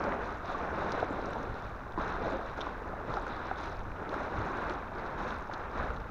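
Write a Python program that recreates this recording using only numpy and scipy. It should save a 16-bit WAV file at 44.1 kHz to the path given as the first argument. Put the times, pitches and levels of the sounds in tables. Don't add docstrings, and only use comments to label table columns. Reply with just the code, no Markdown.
import sys
import numpy as np
from scipy import signal
from scipy.fft import rfft, irfft
from scipy.io import wavfile
from scipy.ndimage import uniform_filter1d

SR = 44100
rng = np.random.default_rng(int(sys.argv[2]) if len(sys.argv) > 2 else 0)


def materialize(psi):
    bounded = np.clip(np.atleast_2d(psi).T, -1, 1)
    quanta = np.round(bounded * 32767).astype(np.int16)
    wavfile.write(sys.argv[1], SR, quanta)


N = 269010
TIME = np.arange(N) / SR
# (frequency [Hz], gain [dB])
HOUSING = [(150, -5.5), (400, -2.5), (900, -2), (1500, -3.5), (1950, -15), (2450, -19), (3000, -17),
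           (3700, -17.5), (4700, -22.5), (6100, -26), (7000, -33), (7900, -63), (8700, -35.5), (11000, -56)]


def from_db(db):
    return 10 ** (np.asarray(db) / 20)


def rms_one(x):
    return x / np.sqrt(np.mean(x ** 2) + 1e-20)


def drift(corner_hz):
    hz = np.fft.rfftfreq(N, 1 / SR)
    return rms_one(irfft(rfft(rng.standard_normal(N)) / (1 + (hz / corner_hz) ** 2), N))


def colour(x, spectrum):
    size = 16384
    hz, db = np.transpose(spectrum)
    log_hz = np.log(np.fft.rfftfreq(size, 1 / SR) + 1)
    gain = from_db(np.interp(log_hz, np.log(hz), db))
    cepstrum = irfft(np.log(gain))
    cepstrum[1:size // 2] *= 2
    cepstrum[size // 2 + 1:] = 0
    impulse = irfft(np.exp(rfft(cepstrum)))[:size // 2]
    return signal.fftconvolve(x, impulse)[:len(x)]


def ping(hz, cycles, rise):
    life_s = max(cycles, 1) / hz
    age = np.arange(int(life_s * SR) + 2) / SR / life_s
    phase = 2 * np.pi * hz * life_s * (age + rise * age ** 2 / 2)
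    return np.sin(phase) * np.exp(-np.log(1000) * age)


def add(out, s, sound):
    start = int(np.clip(s * SR, 0, N - 1))
    out[start:start + len(sound)] += sound[:N - start]


def swarm(low_hz, high_hz, per_s, cycles, rise, spread_db, clump_db, pitches):
    out = np.zeros(N)
    chance = per_s * from_db(clump_db * drift(14)) / (pitches * SR)
    for hz in np.geomspace(low_hz, high_hz, pitches):
        born = np.flatnonzero(rng.random(N) < chance)
        size_db = spread_db * np.minimum(rng.exponential(1, len(born)), 3.5)
        kicks = np.zeros(N)
        kicks[born] = from_db(size_db) * rng.choice([-1, 1], len(born))
        out += hz * signal.oaconvolve(kicks, ping(hz, cycles, rise))[:N]
    return rms_one(out)


def at_level(x, level_db):
    power = uniform_filter1d(x ** 2, size=3000)
    return from_db(level_db) * x / np.sqrt(np.maximum(power, 0) + 1e-12)


def stir(level_db):
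    return from_db(level_db - np.mean(level_db))


def surges(rows, calm_db, fall_db_per_s):
    power = from_db(calm_db) ** 2
    for s, rise_s, hold_s, db in rows:
        age = TIME - s
        build = np.clip(age / max(rise_s, 1 / SR), 0, 1)
        fall_db = fall_db_per_s * np.maximum(age - rise_s - hold_s, 0)
        power = power + (build * from_db(db - fall_db)) ** 2
    return 10 * np.log10(power)


def surf_levels():
    # (time [s], rise [s], run-up [s], wash [dB], big bubbles [dB], gravel [dB], foam [dB])
    waves = [(0.0, .005, .13, -36.5, -37, -66, -67), (0.18, .04, .09, -43, -47.5, -63, -69),
             (0.41, .08, .03, -40.5, -42, -56, -65.5), (0.54, .07, .14, -39.5, -41, -68, -67),
             (0.69, .12, .2, -38, -38, -58.5, -65.5), (1.05, .1, .27, -43, -40, -63, -70),
             (1.47, .08, .1, -47.5, -60, -65.5, -73), (1.955, .05, .11, -37.5, -44, -58.5, -67),
             (2.14, .11, .07, -40, -36, -58, -69.5), (2.39, .08, .03, -47, -64, -63, -72),
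             (2.55, .04, .07, -42, -44.5, -61, -68), (2.76, .1, .2, -47.5, -44.7, -80, -85),
             (3.03, .08, .06, -40.5, -41.5, -61.5, -66.5), (3.2, .1, .19, -42, -48.5, -60.5, -75),
             (3.55, .035, .075, -42.5, -51, -58.5, -64), (3.93, .07, .06, -44, -43.5, -78, -77),
             (4.085, .04, .12, -39.5, -41, -62, -65.5), (4.27, .1, .35, -38.5, -41.5, -62, -67),
             (4.9, .07, .15, -42, -43.5, -66, -73), (5.15, .045, .12, -39.5, -43.5, -59.5, -65),
             (5.48, .04, .11, -42.5, -50, -68, -75), (5.68, .11, .035, -38, -40, -59.5, -67)]
    s, rise_s, run_s, washes, plunges, gravels, foams = np.transpose(waves)
    wash_db = surges(zip(s, rise_s, run_s, washes), calm_db=-46.5, fall_db_per_s=60)
    plunge_db = surges(zip(s, rise_s, run_s, plunges), calm_db=-49, fall_db_per_s=72)
    gravel_db = surges(zip(s, rise_s, run_s, gravels), calm_db=-72, fall_db_per_s=90)
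    foam_db = surges(zip(s, rise_s, run_s, foams), calm_db=-80, fall_db_per_s=99.5)
    return wash_db, plunge_db, gravel_db, foam_db


def plunge(level_db):
    gurgle = swarm(155.8, 704, per_s=900, cycles=17, rise=0.075, spread_db=3, clump_db=1.5, pitches=26)
    return at_level(colour(gurgle, HOUSING), level_db - 0.2)


def wash(level_db):
    per_s = 5000 * stir(level_db)
    bubbles = swarm(765, 2536, per_s, cycles=17.8, rise=0.037, spread_db=2.5, clump_db=1.44, pitches=30)
    return at_level(colour(bubbles, HOUSING), level_db - 0.2)


def foam(level_db):
    froth = stir(level_db)
    fizz = swarm(5200, 9300, 5000 * froth, cycles=59, rise=0.059, spread_db=4.5, clump_db=3.5, pitches=32)
    ticks = swarm(5500, 11500, 40 * froth, cycles=7, rise=0, spread_db=3.5, clump_db=5, pitches=8)
    ticks = from_db(-72) * froth ** 0.96 * rms_one(colour(ticks, HOUSING))
    return at_level(colour(fizz, HOUSING), level_db - 0.5) + ticks


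def gravel(level_db):
    # (frequency [Hz], gain [dB])
    stone_ring = [(2400, 2), (3100, -7), (3550, 2), (4000, 3.5), (4300, -3), (4600, -4.5)]
    per_s = 2600 * stir(level_db)
    clicks = swarm(2245, 5260, per_s, cycles=15, rise=0, spread_db=0, clump_db=3, pitches=16)
    rattle = colour(clicks, stone_ring)
    return at_level(colour(rattle, HOUSING), level_db + 8)


def wind():
    # (frequency [Hz], relative level [dB])
    rumble_spectrum = [(12, -4), (24, -6.5), (33, -1.5), (45, -0.5), (58, -3.5), (80, -4.5), (115, -10.5),
                       (160, -15.5), (300, -25), (2000, -100)]
    # (time [s], hold [s], level before trim [dB])
    gusts = [(1.43, 0.041, -43), (1.92, 0.32, -44.5), (3.77, 0.11, -42.5), (4.358, 0.04, -43),
             (5.736, 0.24, -43)]
    # (time [s], level [dB], pitch [Hz])
    eddies = [(1.497, -29.5, 109), (3.095, -29, 126), (4.386, -27, 113), (5.894, -31, 55.4)]
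    rise_s, trim_db = 0.024, 1.2
    swells = [(s, rise_s, hold_s, db) for s, hold_s, db in gusts]
    level_db = surges(swells, calm_db=-46.5, fall_db_per_s=150) + trim_db
    out = from_db(level_db) * rms_one(colour(rng.standard_normal(N), rumble_spectrum))
    for s, db, hz in eddies:
        add(out, s, from_db(db) * ping(hz, cycles=10, rise=0))
    return out


def microphone_hiss():
    # (frequency [Hz], relative level [dB])
    hiss_spectrum = [(1000, 4.5), (6000, 6), (8000, -5.5), (10000, -6), (12000, -7), (14000, -4),
                     (16000, -10.5)]
    return from_db(-71.5) * rms_one(colour(rng.standard_normal(N), hiss_spectrum))


def stray_plops(wash_db):
    bubbles = swarm(296, 1414, per_s=35, cycles=24, rise=0.06, spread_db=2.5, clump_db=1, pitches=12)
    return from_db(wash_db - 11.5) * bubbles


def far_knocks(gravel_db):
    rolling = stir(gravel_db)
    rings = swarm(3300, 7460, 35 * rolling, cycles=16, rise=0, spread_db=1.5, clump_db=1.5, pitches=9)
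    clicks = colour(np.diff(rings, prepend=0), HOUSING)
    return from_db(-70) * rms_one(rolling ** 0.34 * clicks)


def near_knocks():
    # (time [s], peak level [dB], pitch [Hz], decay [cycles])
    collisions = [(0.04, -36.5, 5100, 6.9), (0.9205, -28, 5140, 4.5), (1.001, -36.5, 3680, 8.6),
                  (1.258, -40, 5900, 8.4), (1.333, -38, 3800, 10), (1.429, -45, 6000, 8.7),
                  (1.922, -44, 3700, 9), (2.244, -49, 6500, 12), (2.6078, -31, 3400, 12),
                  (2.6128, -31.5, 3700, 29), (3.1398, -35, 4080, 7), (4.093, -37, 3930, 12),
                  (4.697, -34, 3870, 7.2), (5.306, -36, 3580, 15), (5.537, -32, 4140, 7),
                  (5.964, -44, 3950, 14)]
    bounce_loss_db = 3.5
    gaps_s = 0.0017 * rng.uniform(0.21, 3.0, (len(collisions), 2))
    out = np.zeros(N)
    for (s, peak_db, hz, cycles), gaps in zip(collisions, gaps_s):
        ring = np.zeros(SR // 50)
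        add(ring, 0, ping(hz, cycles, rise=0))
        add(ring, 0, 0.35 * ping(hz * 1.5, cycles, rise=0))
        click = colour(np.diff(ring, prepend=0), HOUSING)
        click /= np.max(np.abs(click))
        for bounce, delay_s in enumerate([0, *np.cumsum(gaps)]):
            add(out, s + delay_s, from_db(peak_db - bounce * bounce_loss_db) * click)
    return out


def near_plops():
    # (time [s], relative level [dB], pitch [Hz], decay [cycles])
    bubbles = [(0.069, -28.5, 561, 59), (0.123, -17, 1930, 25), (0.4995, -31.5, 690, 18),
               (0.501, -25, 1250, 26), (0.547, -28.5, 1130, 34), (0.977, -24, 705, 14),
               (1.028, -17.5, 676, 14), (1.03, -26.5, 500, 16), (1.106, -28, 282, 20),
               (1.357, -29, 875, 27), (1.976, -28, 1018, 55), (1.978, -25.5, 324, 13),
               (1.988, -26, 1060, 18), (1.994, -27, 236, 7.9), (2.270, -24.5, 466, 16),
               (2.342, -30, 534, 54), (2.589, -25, 585, 7.7), (2.668, -27, 1030, 23),
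               (3.139, -22, 935, 8.7), (3.17, -20.5, 1340, 15), (3.173, -27, 780, 29),
               (3.303, -29.5, 285, 10), (3.513, -19, 1370, 8.7), (3.514, -24.5, 770, 20),
               (3.918, -28, 2400, 34), (5.497, -27.5, 740, 13), (5.8, -29, 1160, 15)]
    out = np.zeros(N)
    for s, db, hz, cycles in bubbles:
        add(out, s, from_db(db + 4.5) * ping(hz, cycles, rise=0.057))
    return colour(out, HOUSING)


def spray():
    # (time [s], level [dB])
    drops = [(1.109, -54), (1.128, -56), (1.306, -53), (2.322, -56), (3.225, -55), (4.577, -60.5),
             (4.699, -54.5), (5.385, -55)]
    pitches_hz = 9300 * rng.uniform(0.77, 1.03, len(drops))
    out = np.zeros(N)
    for (s, db), hz in zip(drops, pitches_hz):
        add(out, s, from_db(db) * ping(hz, cycles=34, rise=0))
    return out


def scene():
    wash_db, plunge_db, gravel_db, foam_db = surf_levels()
    surf = plunge(plunge_db) + wash(wash_db) + foam(foam_db)
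    splashes = stray_plops(wash_db) + near_plops() + spray()
    stones = gravel(gravel_db) + near_knocks() + far_knocks(gravel_db)
    return (surf + splashes + stones + wind() + microphone_hiss())[None]


def record(dry):
    cutoff_hz = 15150
    lowpass = signal.ellip(12, 0.1, 80, cutoff_hz, fs=SR, output="sos")
    return signal.sosfilt(lowpass, dry)


dry = scene()
out = record(dry)
materialize(out)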